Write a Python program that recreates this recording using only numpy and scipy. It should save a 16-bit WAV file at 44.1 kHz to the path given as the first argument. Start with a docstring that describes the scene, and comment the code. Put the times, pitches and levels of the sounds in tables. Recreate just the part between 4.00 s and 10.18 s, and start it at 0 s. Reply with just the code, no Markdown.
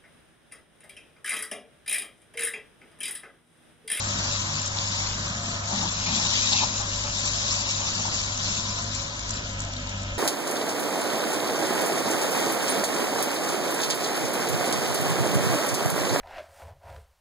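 """Excavator flailing reeds

A small diesel excavator works a flail head through tall reeds in an open field, heard from a phone some metres off.
The head, to the left, shreds stalks in dense sprays of filtered clicks; its drum rumbles, thick stems snap,
clods knock on the ringing hood and one stem squeals. The engine, to the right, drones in crank orders and
clatters as noise pulsed by each firing, while hydraulics whine in narrow bands and valves sing gliding tones."""
import sys
import numpy as np
from scipy import signal
from scipy.fft import rfft, irfft
from scipy.io import wavfile
from scipy.ndimage import map_coordinates

SR = 44100
rng = np.random.default_rng(int(sys.argv[2]) if len(sys.argv) > 2 else 0)


def unload_audio(sound):
    """Save the sound as a 16-bit wav file, at the path given as the first command line argument."""
    columns = np.transpose(np.atleast_2d(sound))
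    # keep every value between -1 and 1, then stretch to whole-number steps
    steps = np.round(np.clip(columns, -1, 1) * 32767)
    wavfile.write(sys.argv[1], SR, steps.astype(np.int16))


N = 272538

# reeds fed into the head: (time [s], shredding level [dB])
REED_FEED = [(0.0, -34.5), (0.67, -33), (0.69, -38.5), (0.81, -33), (1.41, -38), (1.58, -36.5),
             (1.615, -42.5), (1.66, -36.5), (1.76, -33.5), (1.99, -34.5), (2.35, -30.5), (2.63, -29),
             (2.66, -31.5), (2.84, -34.5), (3.54, -31), (4.03, -32.5), (4.09, -34), (4.34, -34), (4.5, -32),
             (4.9, -38), (4.96, -35.5), (5.11, -40.5), (5.28, -39.5), (5.4, -41.5), (6.18, -47.5)]
USUAL_FEED_DB = -35
# phase by which the left port leads, bent by the body of the phone: (frequency [Hz], lead [rad])
HEAD_PHASE_LEAD = [(300, -1), (520, 2.8), (780, 2.16), (1200, 0.5), (1750, 2.5), (2800, 4), (3500, 3.5),
                   (4500, 7.5), (5100, 4.5), (6000, 8.5), (7400, 10.5)]
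ENGINE_PHASE_LEAD = [(300, -1), (550, -0.2), (1150, -1.6), (1750, -2.5), (2650, -3), (3300, -6),
                     (4000, -7.5), (5000, -4.5), (7400, -10.5)]


def scene():
    """Flail head on the left, engine on the right, no walls to echo."""
    leaf_gain, stem_gain, rumble_gain, rattle_gain = head_load()
    cut = swung(shredding(leaf_gain, stem_gain) + snaps())
    head = cut + drum(rumble_gain, rattle_gain) + squeal()
    return head + engine() + hydraulics() + valves()


def head_load():
    """Gains of leaves, stems, rumble and hood rattle: all follow the uneven feed, and each wad adds a surge."""
    # wads of thick stems dragged through the drum: (start [s], length [s],
    # splintering level [dB], rumble level [dB], hood rattle level [dB])
    wads = [(0.133, 0.069, -72, -35.5, -52), (0.264, 0.031, -56, -63, -35),
            (1.085, 0.45, -66, -39.5, -50.5), (1.71, 0.18, -35, -31.5, -37), (2.046, 0.14, -28, -31, -38.5),
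            (2.194, 0.077, -26.5, -33.5, -42.5), (2.282, 0.21, -27, -40, -50),
            (2.508, 0.13, -26.5, -44.5, -35.5), (2.655, 0.058, -48, -37, -68),
            (3.947, 0.091, -42, -32, -44), (4.392, 0.31, -58, -37, -53)]
    attack_s, release_s = 0.023, 0.019
    feed_db = curves(REED_FEED)[0] - USUAL_FEED_DB + 0.75 * walk(19)
    surges = 0
    for start, length, *db in wads:
        surges = surges + np.outer(undb(db), swell(start, length, attack_s, release_s))
    stem_surge, rumble_surge, rattle_surge = surges
    # level at the usual feed [dB] + follow [dB per dB] * feed
    leaves = undb(-31 + feed_db)
    stems = undb(-35.5 + 0.84 * feed_db)
    rumble = undb(-46 + 0.35 * feed_db + 1.9 * walk(16))
    rattle = undb(-43.5 + 0.41 * feed_db + 2.1 * walk(7.9))
    return (leaves, np.hypot(stems, stem_surge),
            np.hypot(rumble, rumble_surge), np.hypot(rattle, rattle_surge))


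def shredding(leaf_gain, stem_gain):
    """Flails tear leaves and splinter stems in quick uneven bites, each a spray of fibre cracks."""
    # tearing leaves: (frequency [Hz], relative level per Hz [dB])
    leaf_colour = [(250, -25.5), (480, -19), (750, -10.5), (1050, 5.5), (1500, -12.5), (2200, 1.5),
                   (3100, 0.5), (4000, 6), (4600, 7), (5300, 8), (6200, 9), (7480, 11.5), (7700, -60.5)]
    # splintering stems: (frequency [Hz], relative level per Hz [dB])
    stem_colour = [(900, -33.5), (1700, -13), (2400, -6), (3100, -6), (3900, 2), (4600, -6), (5200, -5),
                   (7450, -10), (7750, -64)]
    bites = undb(0.59 * walk(24) + 0.69 * walk(320))
    leaf_grains = grains(rate=11000, spread_db=1.0) * bites
    stem_grains = grains(rate=12000, spread_db=0.9) * bites
    leaves = ports(leaf_grains, undb(over_hz(leaf_colour)), HEAD_PHASE_LEAD)
    stems = ports(stem_grains, undb(over_hz(stem_colour)), HEAD_PHASE_LEAD)
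    leaves = patchy(leaves * leaf_gain, depth_db=3.0, rate=42)
    stems = patchy(stems * stem_gain, depth_db=4.0, rate=55)
    # stems break low and far to the left, so their shade is deeper
    return shaded(leaves) + shaded(stems, depth=2.33)


def patchy(pair, depth_db, rate):
    """Every stalk has its own pitch, so narrow bands flare and fade on their own."""
    hz, s, frames = signal.stft(pair, SR, nperseg=512)
    band = (hz / 260).astype(int)  # bands about 260 Hz wide
    flare = np.array([np.interp(s * rate, np.arange(1024), rng.standard_normal(1024))
                      for _ in range(band[-1] + 1)])
    return signal.istft(frames * undb(depth_db * flare[band]), SR)[1][:, :N]


def snaps():
    """Dry stems break: thick ones with a crack, thin ones with a bright tick."""
    # stems snapping: (time [s], level [dB], decay [s], brightness [0-1])
    breaks = [(.2437, -22, .0015, .2), (.3611, -22, .002, 0), (.6295, -22, .002, 0), (.6595, -24, .008, 1),
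              (.6765, -22, .004, 1), (.7724, -20, .0015, 0), (.7868, -16, .002, 0), (1.877, -20, .002, 0),
              (2.268, -19, .002, 0), (2.392, -20, .002, .9), (2.5145, -19, .0015, 0),
              (2.5198, -18, .002, .1), (2.5255, -16, .004, .1), (2.5305, -13, .003, 0),
              (2.567, -19, .004, .15), (2.5735, -18, .0015, 0), (2.8504, -26, .002, 0),
              (4.1894, -22, .0015, 0), (4.237, -22, .0015, 0), (4.3755, -21, .002, .8),
              (4.4653, -23, .003, 0), (4.549, -21, .0015, .5), (4.8215, -25, .002, .9),
              (4.949, -26, .004, .6), (5.1933, -24, .002, .9), (5.2938, -15, .001, .4),
              (5.307, -20, .003, 1), (5.3338, -24, .002, 0), (5.3739, -25, .0015, .1),
              (5.593, -29, .003, 1), (5.6035, -23, .004, 1), (5.619, -29, .003, .9),
              (5.6375, -29, .002, .8), (5.649, -28, .002, .8), (5.7356, -26, .002, .2),
              (5.7655, -29, .004, .1), (5.872, -28, .004, .1), (5.892, -31, .009, .9),
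              (6.0203, -28, .002, .8), (6.0315, -31, .004, 1)]
    # crack of a thick dry stem: (frequency [Hz], relative level per Hz [dB])
    crack_colour = [(600, -23), (2500, -5), (3900, 21.5), (5200, 12.5), (6500, -3.5), (7400, -8.5),
                    (7900, -51.5)]
    # tick of a thin stem: (frequency [Hz], relative level per Hz [dB])
    tick_colour = [(2500, -6), (5000, 12), (6600, 19.5), (7450, 21), (8100, 9), (9000, -11)]
    blows = [row[:3] for row in breaks]
    brightness = np.array([row[3] for row in breaks])
    thick = bursts(blows, 1 - brightness)
    thin = bursts(blows, brightness)
    crack = ports(grains(rate=22000, spread_db=-1.0), undb(over_hz(crack_colour)), HEAD_PHASE_LEAD)
    tick = ports(grains(rate=22000, spread_db=-1.0), undb(over_hz(tick_colour)), HEAD_PHASE_LEAD)
    return shaded(thick * crack + thin * tick)


def swung(pair):
    """The cut moves with the head and along the drum, so the port lag shifts and the treble hollow wanders."""
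    # swing of the head: (time [s], extra lag of the right port [ms])
    swing = [(0, -0.00029), (1.2, -0.052), (2, 0.0017), (2.7, 0.019), (3.1, -0.002), (4.5, -.015),
             (6.18, -0.041)]
    lag_ms = curves(swing)[0] + 0.034 * walk(14)
    read_at = np.arange(N) - lag_ms * SR / 1000
    return np.array([pair[0], map_coordinates(pair[1], [read_at], mode="mirror")])


def drum(rumble_gain, rattle_gain):
    """The drum hums and churns the cut mass; chaff and clods stir now one mode of the steel hood, now another."""
    # flails passing the hood, faster as the load lets go: (time [s], rate [Hz])
    flail_rate = [(0, 195), (1.0, 178), (1.8, 190.3), (2.1, 182), (2.4, 205.4), (2.8, 213.3), (4.0, 211.4),
                  (4.8, 203), (5.3, 263.3), (6.18, 254)]
    # air in the hood: (frequency [Hz], half-width [Hz], level [dB])
    air_modes = [(172, 35, 3), (209.2, 15.8, 8), (313, 37, -6)]
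    # steel hood: (frequency [Hz], half-width [Hz], level before weighting by the root of the width [dB])
    hood_modes = [(324, 50, -3), (663, 70, 1), (795, 60, 5), (895, 80, 5), (1038, 120, 0)]
    # clods and wads against the hood: (time [s], level [dB], decay [s])
    knocks = [(1.822, -42, 0.032), (2.52, -40, 0.028), (2.6232, -22.5, 0.0035), (2.6335, -20, 0.008),
              (2.80, -34, 0.03), (4.052, -32, 0.03)]
    churn = ports(rng.standard_normal((3, N)), resonances(air_modes), HEAD_PHASE_LEAD)
    # the drum speed wavers as wads drag on it
    flail_hz = curves(flail_rate)[0] * (1 + 0.04 * walk(30))
    hum = np.sin(2 * np.pi * np.cumsum(flail_hz) / SR)
    rumble = (undb(-7.0) * churn + undb(-5.0) * hum) * rumble_gain
    hood = 0
    for hz, half_width, db in hood_modes:
        chaff = grains(rate=3000, spread_db=1.0)
        ring = ports(chaff, resonances([(hz, half_width, 0)]), HEAD_PHASE_LEAD)
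        hood = hood + ring * undb(db + walk(12)) * np.sqrt(half_width)
    blows = rattle_gain * undb(2.5 * walk(35)) + bursts(knocks)
    return rumble + shaded(unit(hood) * blows)


def squeal():
    """Stick and slip of a wet bent stem on the steel hood: a short rough whistle."""
    pitch_hz = 4930 * (1 + 0.033 * walk(500))
    tone = np.sin(2 * np.pi * np.cumsum(pitch_hz) / SR)
    tone = tone * undb(-37) * swell(start=2.68, length=0.085, attack=0.015, release=0.015)
    return shaded([tone, tone])


def engine():
    """Four cylinders: exhaust orders drone, the housing shakes, and each firing sets off a clatter in the block."""
    # governed speed; it speeds up and softens as the load lets go:
    # (time [s], firing rate [Hz], exhaust drone level before a 0.5 dB cut [dB])
    running = [(0.1, 99.9, -35.5), (1.3, 100.1, -36.8), (1.55, 99.5, -35.5), (1.85, 100.2, -37.5),
               (2.66, 100.2, -37.8), (2.93, 100.4, -36), (3.01, 100.2, -38.3), (4.86, 100.2, -38.3),
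               (4.95, 101.3, -36.5), (5.08, 104.9, -42.5), (5.2, 104, -45.5), (5.31, 102.2, -42),
               (5.48, 99.9, -39.5), (5.61, 98.8, -35.5), (5.81, 98.4, -39), (6.08, 98.6, -36)]
    # exhaust drone: (multiple of the crank speed, level [dB], flutter [dB],
    # added gain once the machine has turned away [dB])
    orders = [(1.5, -24.5, 1.5, -5), (2, 0, 0.43, 1), (2.5, -22.5, 3, -2), (3, -16.5, 4.5, -1),
              (4, -16.5, 2.5, 2), (5, -19.5, 4.5, 6)]
    # the engine shakes its housing once a turn: (time [s], level of the sine's peak [dB])
    housing = [(0.0, -56), (0.15, -52), (0.21, -40), (0.69, -68), (1.07, -35.5), (1.56, -49), (1.98, -43),
               (2.58, -53), (2.99, -36.5), (3.85, -46.5), (6.06, -37.5), (6.18, -38)]
    # engine block, exhaust and fan: (frequency [Hz], relative level per Hz [dB])
    block_colour = [(20, -2), (32, -2), (42, -6), (65, 2), (130, -1.5), (250, -4.5), (380, -13.5),
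                    (470, -10.5), (570, -4.5), (830, -15.5), (1130, -5), (1500, -5), (2500, -12.5),
                    (4500, -17), (7480, -12), (7800, -76.5)]
    # colour of the clatter once the machine has turned away: (frequency [Hz], gain [dB])
    turned_colour = [(200, -0.5), (290, 2.5), (400, -1), (800, 1.5), (1010, 1.5), (1130, -14.5),
                     (1280, -0.5), (1900, 0), (2600, 8.5), (3600, 6), (4800, -3.5), (7000, -8.5)]
    time = np.arange(N) / SR
    firing_hz, drone_db = curves(running)
    shake_db, = curves(housing)
    # two firings a turn
    crank = np.cumsum(firing_hz * (1 + 0.0027 * walk(13))) / (2 * SR)
    turned = np.clip((time - 5.13) / 0.65, 0, 1)

    drone = 0
    for multiple, db, flutter_db, turned_db in orders:
        level = np.sqrt(2) * undb(db + turned_db * turned + flutter_db * walk(13))
        cycles = np.round(2 * multiple) / 2 * crank + rng.random()
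        drone = drone + level * np.sin(2 * np.pi * cycles)
    shake = undb(shake_db + 2.0 * walk(14)) * np.sin(2 * np.pi * crank)

    # the cylinders are a little unequal, so the clatter lopes once in two turns
    cylinder_db = np.array([0.43, 0.28, -0.22, -0.25])[(2 * crank).astype(int) % 4]
    firing_pulse = 1 + 0.5 * np.exp(-(2 * crank % 1) / 0.15)
    knock = firing_pulse * undb(cylinder_db + 1.0 * walk(15))
    clatter = ports(rng.standard_normal((3, N)) * knock, undb(over_hz(block_colour)), ENGINE_PHASE_LEAD)
    clatter = (1 - turned) * clatter + turned * colour(clatter, undb(over_hz(turned_colour)))

    # the cab screens the high clatter as the machine moves; the low boom bends round it
    boom = colour(clatter, 1 / (1 + (bins() / 800) ** 4))
    screened = np.clip((time - 2.06) / 0.48 + 0.5, 0, 1)
    high_clatter = undb(-35.5 - 3 * screened) * (clatter - boom)
    return drone * undb(drone_db - 0.5) + shake + undb(-35.5) * boom + high_clatter


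def hydraulics():
    """Narrow wavering pump tones that swell with the load on the head."""
    # hydraulic whine: (frequency [Hz], width [Hz], level at the usual feed [dB])
    whine = [(553, 10, -55.5), (580.3, 20, -52), (691, 22, -53.5), (1008, 50, -50.5), (1282, 15, -54.5),
             (1429, 14, -59)]
    load_db = 0.17 * (curves(REED_FEED)[0] - USUAL_FEED_DB)
    out = 0
    for hz, width, db in whine:
        band = resonances([(hz, width / 2, 0)])
        tone = ports(rng.standard_normal((3, N)), band, ENGINE_PHASE_LEAD)
        out = out + undb(db + load_db + 1.5 * walk(4.4)) * tone
    return out


def valves():
    """Oil sings through a valve while the arm moves, gliding a little in pitch."""
    # valves singing: (start [s], length [s], frequency [Hz], peak level [dB], rise in pitch [share per s])
    songs = [(1.153, 0.53, 1260, -47, 0.0049), (1.241, 0.49, 676, -44.5, 0.059),
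             (2.855, 0.32, 580, -49, 0.015), (3.449, 0.45, 703, -51, -0.06),
             (4.523, 0.27, 1003, -42, 0.083), (4.561, 0.31, 679, -45.5, 0.054),
             (5.102, 0.48, 997, -56, -0.038), (5.4, 0.72, 1276, -52, 0.014),
             (5.553, 0.63, 577, -51, 0.0253), (5.791, 0.35, 683, -52, 0.014)]
    time = np.arange(N) / SR
    out = 0
    for start, length, hz, db, rise in songs:
        glide = rise * np.clip(time - start, 0, length)
        pitch_hz = hz * (1 + glide + 0.019 * walk(70))
        tone = np.sin(2 * np.pi * np.cumsum(pitch_hz) / SR)
        out = out + undb(db + 1.1 * walk(20)) * swell(start, length, attack=0.17, release=0.059) * tone
    return out


def shaded(pair, depth=1):
    """The phone shades its right port from the head, so most of the spectrum is weaker there."""
    # shade at the right port: (frequency [Hz], gain at depth 1 [dB])
    shade = [(250, -2), (500, -4), (800, -9.5), (1400, 2), (2000, -2.5), (2600, 0), (3100, -3),
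             (3900, -5.5), (4600, -5), (5400, -0.5), (7300, -7.5)]
    return np.array([pair[0], colour(pair[1], undb(depth * over_hz(shade)))])


def ports(streams, gain, lead):
    """One stream reaches both microphone ports with a phase lead; two more arrive scattered, one at each port."""
    # sound both ports have in common, the rest scattered by reeds and ground: (frequency [Hz], share [0-1])
    common = [(270, 1), (420, 0.52), (620, 0.32), (800, 0.5), (1300, 0.4), (1650, 0.45), (2000, 0.96),
              (2650, 1), (3400, 0.33), (7000, 0.2)]
    # waves longer than at 330 Hz wrap round the phone and reach both ports more and more alike
    apart = np.minimum(bins() / 330, 1) ** 3
    stray = apart * (1 - np.clip(over_hz(common), 0, 1))
    direct, *scattered = rfft(streams) * gain
    turn = np.exp(0.5j * np.outer([1, -1], apart * over_hz(lead)))
    spectra = np.sqrt(1 - stray) * direct * turn + np.sqrt(stray) * np.array(scattered)
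    return unit(irfft(spectra, N))


def grains(rate, spread_db):
    """Three unrelated streams of tiny clicks of uneven strength, about rate of them a second."""
    hit = rng.random((3, N)) < rate / SR
    size = undb(spread_db * np.minimum(rng.exponential(size=(3, N)), 5))
    return unit(hit * size * rng.standard_normal((3, N)))


def bursts(rows, shares=1):
    """Envelope of (time [s], level [dB], decay [s]) blows by power share: quick rise, exponential fall."""
    out = np.zeros(N)
    for (s, db, decay), share in zip(rows, np.clip(shares, 0, 1) * np.ones(len(rows))):
        first = int(s * SR)
        age = np.arange(min(SR // 2, N - first)) / SR
        rise = 1 - np.exp(-age / 1e-4)
        fall = np.exp(-age / max(decay, 1e-4))
        out[first:first + len(age)] += undb(db) * np.sqrt(share) * fall * rise
    return out


def swell(start, length, attack, release):
    """Envelope that rises from start, holds until its length is over and falls; all in seconds."""
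    age = np.arange(N) / SR - start
    return np.clip(age / attack, 0, 1) * np.clip(1 - (age - length) / release, 0, 1)


def walk(rate):
    """Smooth random wander of spread about 1, through rate random points a second."""
    knots = rng.standard_normal(4096)
    return 1.2 * np.interp(np.arange(N) / SR * rate, np.arange(len(knots)), knots)


def resonances(modes):
    """Response of damped (frequency [Hz], half-width [Hz], level [dB]) modes, steep outside their bands."""
    f = bins()
    return sum(undb(db) / (1 + 1j * (f * f - hz * hz) / (f * half_width * 2)) ** 2
               for hz, half_width, db in modes)


def colour(x, gain):
    """Filter by a gain per frequency."""
    return irfft(rfft(x) * gain, N)


def over_hz(points):
    """Join (frequency [Hz], value) points on a log-frequency axis."""
    hz, value = np.transpose(points)
    return np.interp(np.log(bins()), np.log(hz), value)


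def bins():
    """Frequencies of the spectrum [Hz], kept at 1 or above."""
    return np.maximum(np.arange(N // 2 + 1) * SR / N, 1)


def curves(table):
    """Each column of a timed table, sample by sample."""
    s, *columns = np.transpose(table)
    return [np.interp(np.arange(N) / SR, s, c) for c in columns]


def unit(x):
    """Scale to rms 1."""
    return x / np.sqrt(np.mean(x ** 2))


def undb(db):
    """Decibels to gain."""
    return 10 ** (np.asarray(db) / 20)


def record(dry):
    """The phone cuts the top steeply above 8450 Hz."""
    low_pass = signal.ellip(12, 0.2, 80, 8450, fs=SR, output="sos")
    return signal.sosfilt(low_pass, dry)


dry = scene()
out = record(dry)
unload_audio(out)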